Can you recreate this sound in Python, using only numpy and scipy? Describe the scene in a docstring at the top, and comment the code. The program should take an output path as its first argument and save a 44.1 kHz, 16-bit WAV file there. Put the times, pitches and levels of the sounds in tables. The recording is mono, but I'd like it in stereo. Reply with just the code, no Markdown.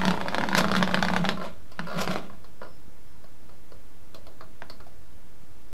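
"""A wooden treadle spinning wheel in a small room, heard just above the flyer (its spinning arms).
At first flyer and bobbin clack in their loose bearings, rub, scrape and set the frame humming.
Near 1.4 s the wheel runs down, its shaft sticking and slipping, and the treadle gives a dull bump.
Around 2 s it turns once more and stops. Then come a faint whistle from the bearing, a few more
bumps, and light ticks as a hand turns the flyer."""
import sys
import numpy as np
from scipy import signal
from scipy.fft import rfft, irfft, next_fast_len
from scipy.io import wavfile
from scipy.ndimage import map_coordinates

SR = 44100
rng = np.random.default_rng(int(sys.argv[2]) if len(sys.argv) > 2 else 0)


def dump(signal):
    """Clip the signal to [-1, 1] and save it as 16-bit WAV at the path in sys.argv[1]."""
    limited = np.clip(np.atleast_2d(signal).T, -1, 1)
    pcm = np.round(limited * 32767).astype(np.int16)
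    wavfile.write(sys.argv[1], SR, pcm)


N = 252673
TIME = np.arange(N) / SR

# Bump and whistle levels are final; the other sounds get their overall loudness later.
# the still room's hiss, bearing rub and a scrape's squeak: (frequency [Hz], level [dB])
QUIET_COLOUR = [(12, -49), (20, -13.5), (22, -19.5), (33, -23.5), (80, -23), (112, -28), (252, -33.5),
                (290, -32), (383, -35.5), (520, -36.5), (565, -38), (650, -39.5), (1540, -42.5),
                (2770, -47.5), (15600, -56)]
RUB_COLOUR = [(190, -3.5), (330, -11.5), (605, 5.5), (888, -13), (1220, -4), (2760, -7), (3450, -5.5),
              (4980, -14), (9000, -25), (13200, -30), (15000, -45)]
SQUEAK_COLOUR = [(3000, 5.5), (5000, 14), (8000, 4), (9200, -10), (10800, 2), (12000, -7), (13200, 1),
                 (15000, -24)]
# how alike both ears are, for that hiss and for all other noise: (frequency [Hz], likeness [-1 to 1])
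QUIET_LIKENESS = [(60, 0.77), (150, 0.7), (380, 0.39), (950, 0.097), (2380, -0.19), (5980, -0.12),
                  (15000, 0.16)]
WHEEL_LIKENESS = [(200, 0.92), (600, 0.96), (1200, 0.63), (2500, 0.025), (6000, 0.029)]
# the frame's hum in the long run and in the last turn, and the rub in both: (time [s], level [dB])
HUM_LONG_RUN = [(0.0, -32.5), (0.1, -23.5), (0.164, -38.5), (0.352, -47), (0.398, -32.5), (0.528, -37.5),
                (0.56, -24), (0.758, -32.5), (0.784, -22.5), (0.844, -27), (0.868, -40), (0.968, -29.5),
                (1.088, -31.5), (1.12, -24.5), (1.152, -32), (1.222, -25.5), (1.428, -42), (1.65, -74)]
HUM_LAST_TURN = [(1.77, -67), (1.8, -34.5), (1.924, -51), (1.976, -28), (2.058, -47), (2.088, -27.5),
                 (2.116, -25), (2.142, -39.5), (2.5, -65)]
RUB_LEVELS = [(0, -27), (.28, -34.5), (.6, -30.5), (.85, -32), (1.05, -29), (1.32, -31.5), (1.5, -73),
              (1.8, -45), (1.98, -36), (2.15, -48), (2.33, -72)]
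# notes at which the frame, and the flyer with its posts, ring: (frequency [Hz], width [Hz], level [dB])
FRAME_NOTES = [(179, 16.3, 8.5), (189.8, 9.4, 7.5), (230, 6.6, -17), (152.4, 27.5, 1), (317.6, 31, -6)]
FLYER_NOTES = [(515, 20.6, -19), (647, 31, 0.5), (731, 90, -2), (854, 97, 3.5), (1035, 81, 9),
               (1180, 110, 4.5), (1414, 73, 3), (1570, 120, -29), (2030, 70, 0.5), (2440, 160, -1),
               (2920, 110, -4), (3600, 220, -17), (4330, 150, -30)]
# the flyer's pulley scrapes: (peak time [s], level [dB], fade time [s], squeak [dB], hollow ring [dB])
SCRAPES = [(0.077, -33, 0.0094, -7, -7), (.581, -15.5, 0.014, -6, -8.5), (0.769, -30.5, 0.023, -10, -9),
           (1.449, -38.5, 0.041, -28, -5), (1.986, -29.5, 0.019, -16, -13), (2.015, -32, 0.021, 1, -5),
           (2.116, -32.5, 0.062, -20, -8)]
# the room's echo: (frequency [Hz], time to fade by 60 dB [s]) and (frequency [Hz], level [dB])
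ECHO_FADE = [(200, 0.62), (1000, 0.2), (4000, 0.2), (12000, 0.24)]
ECHO_COLOUR = [(100, 10), (400, 4.5), (800, -3.5), (1600, -3), (4000, 1), (12000, -5.5)]
# the shaft's hard knocks, the slow flyer's light ticks: (time [s], level [dB], crack [dB], low swing [dB])
CLACKS = [(0.015, -12.5, -25.5, -15), (0.052, -12, -16, -14.5), (0.08, -11, -15.5, -11.5),
          (0.107, -12.5, -16, -15), (0.175, -21.5, -25, -5.5), (0.212, -17, -20.5, -6.5),
          (0.283, -12.5, -19.5, -15.5), (0.345, -12, -16.5, -11), (0.382, -10, -21, -11),
          (0.41, -14, -23, -19), (0.437, -11, -26, -12.5), (0.487, -16.5, -16.5, -10.5),
          (0.529, -11.5, -29, -31), (0.549, -5, -18, -19.5), (0.607, -10.5, -15.5, -14),
          (0.643, -9, -26.5, -24), (0.683, -16.5, -20, -21), (0.715, -10.5, -17, -12),
          (0.738, -12.5, -23, -16), (0.751, -8, -23, -20), (0.764, -13.5, -13.5, -15),
          (0.826, -7, -16.5, -12), (0.875, -17, -18.5, -11), (0.911, -17, -20, -16.5),
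          (0.943, -7, -16.5, -12), (0.973, -11.5, -32, -20), (0.99, -17.5, -21.5, -17),
          (1.025, -10.5, -16, -18), (1.049, -13.5, -18.5, -10), (1.084, -10, -26, -25),
          (1.135, -14, -21.5, -22.5), (1.163, -7.5, -19.5, -15.5), (1.251, -12, -17.5, -19.5),
          (1.289, -9, -15, -13.5), (1.792, -14, -24, -25), (2.075, -17, -17, -6.5), (2.112, -23, -12, -14),
          (2.158, -19, -21, -5), (4.62, -23.5, -27, -13.5)]
TICKS = [(1.414, -21.5, -26.5, -21), (1.458, -27, -24, -18.5), (1.717, -43, -7, -5), (2.298, -36, -34, -10),
         (2.332, -42, -25, -18), (2.443, -41.5, -12.5, -8), (2.616, -29.5, -30, -10),
         (3.241, -43, -15.5, -7.5), (3.492, -43.5, -16, -5.5), (3.719, -41.5, -14, -6.5),
         (4.145, -36, -9, -9), (4.267, -43.5, -7.5, -1), (4.408, -30, -22.5, -20.5),
         (4.698, -33.5, -8.5, -10.5), (4.802, -34.5, -23, -14), (4.866, -48, -11, -1)]
# the low and the high swing (brief shudder) of the struck wood: (frequency [Hz], build-up [cycles])
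CLACK_SWINGS = [(880, .42), (1450, .55)]
TICK_SWINGS = [(640, 0.78), (1250, 0.65)]
# the bright crack of each kind of knock: (frequency [Hz], level [dB])
CLACK_CRACK = [(1200, -23), (2300, -5), (3400, 2), (4400, -1.5), (5600, -7.5), (7000, -16), (10000, -22),
               (15000, -37)]
TICK_CRACK = [(1200, -20), (2000, -8), (3000, -7), (3700, -6), (4300, 1), (4900, -1), (5700, -14),
              (14000, -24)]
# the shaft sticks and slips: (start [s], length [s], slips [1/s], start level [dB], end level [dB])
JUDDERS = [(1.373, 0.073, 39, -27, -28), (1.869, 0.098, 67, -26.5, -28), (2.63, 0.0405, 55, -32.5, -42)]
# dull bumps of the treadle (the foot pedal): (time [s], level [dB])
TREADLE_BUMPS = [(1.598, -43), (2.88, -38), (3.523, -52), (4.801, -38), (5.435, -38.5)]
# the bearing whistles: (peak time [s], half length [s], level [dB])
WHISTLES = [(2.701, 0.14, -68), (3.1, .09, -70)]
# left-right balance of the treble as it is heard: (frequency [Hz], left minus right [dB])
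TREBLE_BALANCE = [(1500, -0.5), (2600, 1.5), (3600, -2.5), (5000, -4), (6300, 1), (8000, 8.5), (10000, 9),
                  (14000, 17)]


def amp(db):
    """Turn decibels into a gain."""
    return 10 ** (np.asarray(db) / 20)


def unit(x):
    """Scale a sound to an average strength (rms) of 1."""
    return x / np.sqrt(np.mean(x ** 2) + 1e-20)


def along(points, hz):
    """Read between (frequency, value) rows on a log frequency scale."""
    known_hz, values = np.transpose(points)
    return np.interp(np.log(hz + 1), np.log(known_hz + 1), values)


def curve(rows):
    """Read between (time, value) rows at every sample."""
    return np.interp(TIME, *np.transpose(rows))


def wobble(rate):
    """A smooth random curve that heads for a new value rate times a second."""
    return map_coordinates(rng.standard_normal(int(N * rate / SR) + 4), [TIME * rate])


def tone(pitch_hz):
    """A pure tone that follows a changing pitch."""
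    return np.sin(2 * np.pi * np.cumsum(pitch_hz) / SR)


def filtered(x, response):
    """Scale each frequency in x by response(frequency)."""
    n = x.shape[-1]
    padded = next_fast_len(n + n // 8)
    return irfft(rfft(x, padded) * response(np.fft.rfftfreq(padded, 1 / SR)), padded)[..., :n]


def resonances(notes, hz):
    """How a part that rings at these notes answers each frequency."""
    return sum((-1) ** k * amp(db) * 1j * hz * width / (centre ** 2 - hz ** 2 + 1j * hz * width)
               for k, (centre, width, db) in enumerate(notes))


def noise(colour, likeness=WHEEL_LIKENESS, size=N):
    """Stereo noise of strength 1, with the given colour and likeness between the ears."""
    def shape(hz):
        angle = np.arccos(np.clip(along(likeness, hz), -1, 1)) / 2
        return amp(along(colour, hz)) * [np.cos(angle), np.sin(angle)]
    mid, side = filtered(rng.standard_normal((2, size)), shape)
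    return unit(np.array([mid + side, mid - side]))


def add(track, start_s, sound):
    """Mix a sound into the track at a given time."""
    i = max(0, round(start_s * SR))
    track[:, i:i + sound.shape[-1]] += sound[..., :max(0, N - i)]


def frame_hum(main_hz=183.5, partner_hz=212.6, throb_db=1.5):
    """The turning shaft makes the frame drone in two beating tones and shakes its low notes."""
    main = unit(tone(main_hz + 10 * wobble(45)) * amp(throb_db * wobble(60)))
    partner = unit(tone(partner_hz + 4 * wobble(20)) * amp(throb_db * wobble(60)))
    shake = unit(filtered(rng.standard_normal(N), lambda hz: resonances(FRAME_NOTES, hz)))
    level = amp(curve([*HUM_LONG_RUN, *HUM_LAST_TURN])) * np.interp(TIME, [2.3, 2.5], [1, 0])
    return level * (amp(-2) * main + amp(-8) * partner + amp(-9) * shake)


def rub_and_scrape(rub_db=-6.5, scrape_db=2.5, grain_db=2.5, rise_share=0.46):
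    """Dry bearings rub in tiny slips; harder contacts swell into scrapes that squeak and ring a post."""
    rub = amp(curve(RUB_LEVELS) + rub_db) * np.interp(TIME, [2.2, 2.45], [1, 0])
    squeak, hollow = np.zeros((2, N))
    for peak_s, db, fade_s, squeak_db, hollow_db in SCRAPES:
        slope_s = fade_s * np.where(TIME < peak_s, rise_share, 1)
        swell = amp(db + scrape_db) * np.exp(-np.abs(TIME - peak_s) / slope_s)
        rub += swell
        squeak += amp(squeak_db) * swell
        hollow += amp(hollow_db) * swell
    slips = unit(amp(grain_db * wobble(400)))
    post = tone(FLYER_NOTES[1][0] + 30 * wobble(120))
    return slips * (rub * noise(RUB_COLOUR) + squeak * noise(SQUEAK_COLOUR)) + hollow * post


def wood_ring(x, floor_db, size=4096):
    """The wooden parts colour a sound with their notes; floor_db is what passes between the notes."""
    hz = np.fft.rfftfreq(size, 1 / SR)
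    log_gain = np.log(amp(floor_db) ** 2 + np.abs(resonances(FLYER_NOTES, hz)) ** 2) / 2
    # this fold makes the wood ring only after the sound, never before (minimum phase)
    fold = np.concatenate([[1], np.full(size // 2 - 1, 2), [1], np.zeros(size // 2 - 1)])
    ring = irfft(np.exp(rfft(irfft(log_gain) * fold)))
    return signal.fftconvolve(x, ring[None], axes=1)[:, :N]


def room_echo(x, early_db=7, early_s=0.0035, pieces=28):
    """Sound bounces off the wheel, then round the room; the echo keeps changing as the flyer turns."""
    out, size = np.zeros((2, N)), SR * 2 // 5
    t = np.arange(size) / SR
    early_boost = (1 + amp(early_db) * np.exp(-t / early_s)) * (t > .001)
    for piece in np.array_split(np.arange(N), pieces):
        hz, age_s, spectrum = signal.stft(noise(ECHO_COLOUR, size=size), SR, nperseg=256)
        fade = amp(-60 * age_s / along(ECHO_FADE, hz)[:, None])
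        tail = signal.istft(spectrum * fade, SR, nperseg=256)[1][:, :size] * early_boost
        tail /= np.linalg.norm(tail[0])
        add(out, piece[0] / SR, signal.fftconvolve(x[:, piece], tail, axes=1))
    return out


def knocks(hits, swings, crack_colour, crack_s, low_db, high_db, crack_db, ring_db, thump_db, delay_s):
    """Wood hits wood: two swings of a few cycles, a bright crack, a short ring and a frame thump."""
    out, t = np.zeros((2, N)), np.arange(SR // 8) / SR
    note_hz, width, note_db = np.transpose(FLYER_NOTES)[:, :, None]
    note_fade = np.exp(-np.pi * np.maximum(width, note_hz / 20) * t)
    note_shape = amp(note_db) * note_fade * (1 - np.exp(-t / 0.0004))
    frame_hz, frame_width, _ = FRAME_NOTES[0]
    thump_shape = np.exp(-np.pi * frame_width * t) * (1 - np.exp(-t / 0.0013))
    thump = amp(thump_db) * np.sin(2 * np.pi * frame_hz * t) * thump_shape
    burst = (t * np.exp(-t / crack_s))[:SR // 20]
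    for time_s, db, hit_crack_db, hit_low_db in hits:
        # each blow lands somewhere else and shares itself out anew among the notes
        detune = np.exp(rng.normal(0, .05))
        share = amp(rng.normal(0, 2, width.shape))
        # a swing builds up while the parts press together and dies almost at once
        low, high = [-np.sin(2 * np.pi * hz * t) * hz * t / cycles * np.exp(-hz * t / cycles)
                     for hz, cycles in np.array(swings) * [detune, 1]]
        swing = amp(low_db + hit_low_db) * low + amp(high_db) * high
        notes = np.sin(2 * np.pi * (note_hz * t + rng.random(width.shape)))
        ring = amp(ring_db) * np.sum(share * note_shape * notes, 0)
        crack = unit(noise(crack_colour, size=len(burst)) * burst)
        add(out, time_s + delay_s, amp(db) * (swing + ring + thump))
        add(out, time_s + delay_s, amp(db + crack_db + hit_crack_db) * crack)
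    return out


def rattle_hits(count=24, per_second=16, crack_db=-24, low_db=-3):
    """List the small, uneven knocks of the fast flyer; their strength follows the bearing rub."""
    shift, spread_db = rng.standard_normal((count, 2)).T
    times = np.abs(np.arange(count) + .5 + shift / 2) / per_second
    levels = np.interp(times, *np.transpose(RUB_LEVELS)) + 8.5 + spread_db
    levels += np.interp(times, [1.35, 1.45], [0, -60])  # gone as the wheel runs down
    return [(time_s, db, crack_db, low_db) for time_s, db in zip(times, levels)]


def judder_hits(jitter_s=.0006, crack_db=-21.5, low_db=-12):
    """List the nearly even, fading knocks made as the slow shaft sticks and slips."""
    return [(start + t + rng.normal(0, jitter_s), db + (end_db - db) * t / length, crack_db, low_db)
            for start, length, rate, db, end_db in JUDDERS for t in np.arange(0, length, 1 / rate)]


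def treadle_bumps(push_s=0.0012):
    """Each bump of the treadle is one soft push that does not ring."""
    return sum(amp(db) * np.exp(-((TIME - time_s - .002) / push_s) ** 2) for time_s, db in TREADLE_BUMPS)


def bearing_whistle(pitch_hz=5260, waver_hz=45, flutter_db=4):
    """As the flyer settles, its bearing gives a thin, broken tone that swells and fades."""
    swell = sum(amp(db) * np.exp(-((TIME - peak_s) / half_s) ** 2) for peak_s, half_s, db in WHISTLES)
    return swell * amp(flutter_db * wobble(50)) * tone(pitch_hz + waver_hz * wobble(150))


def scene():
    """Mix the wheel and its room; the upper treble is heard more to the left, the lower to the right."""
    clatter = knocks([*CLACKS, *rattle_hits()], CLACK_SWINGS, CLACK_CRACK, crack_s=.00048,
                     low_db=16.5, high_db=7, crack_db=-9, ring_db=-33, thump_db=-34, delay_s=.0008)
    ticks = knocks([*TICKS, *judder_hits()], TICK_SWINGS, TICK_CRACK, crack_s=.00096,
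                   low_db=12.5, high_db=5.5, crack_db=-10, ring_db=-21.5, thump_db=-30, delay_s=.0005)
    rubbing = wood_ring(rub_and_scrape(), floor_db=-3.5)
    echo = room_echo(amp(-3.5) * clatter + amp(1.5) * ticks + amp(-12) * rubbing)
    wheel = clatter + ticks + rubbing + wood_ring(echo, floor_db=0.5)
    wheel = filtered(wheel, lambda hz: amp(np.outer([.5, -.5], along(TREBLE_BALANCE, hz))))
    # the wheel's knocks, rubbing and echo carry no deep bass
    wheel = signal.sosfilt(signal.butter(2, 90, "high", fs=SR, output="sos"), wheel)
    hum = frame_hum() * amp([[-.3], [.3]])
    whistle = bearing_whistle()
    still_room = amp(-50.5) * noise(QUIET_COLOUR, QUIET_LIKENESS)
    return still_room + hum + wheel + treadle_bumps() + whistle


def record(dry, top_hz=15750, offset=.0437):
    """Cut the highest treble and lift the whole wave by a small, steady, silent offset."""
    return filtered(dry, lambda hz: hz < top_hz) + offset


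dry = scene()
out = record(dry)
dump(out)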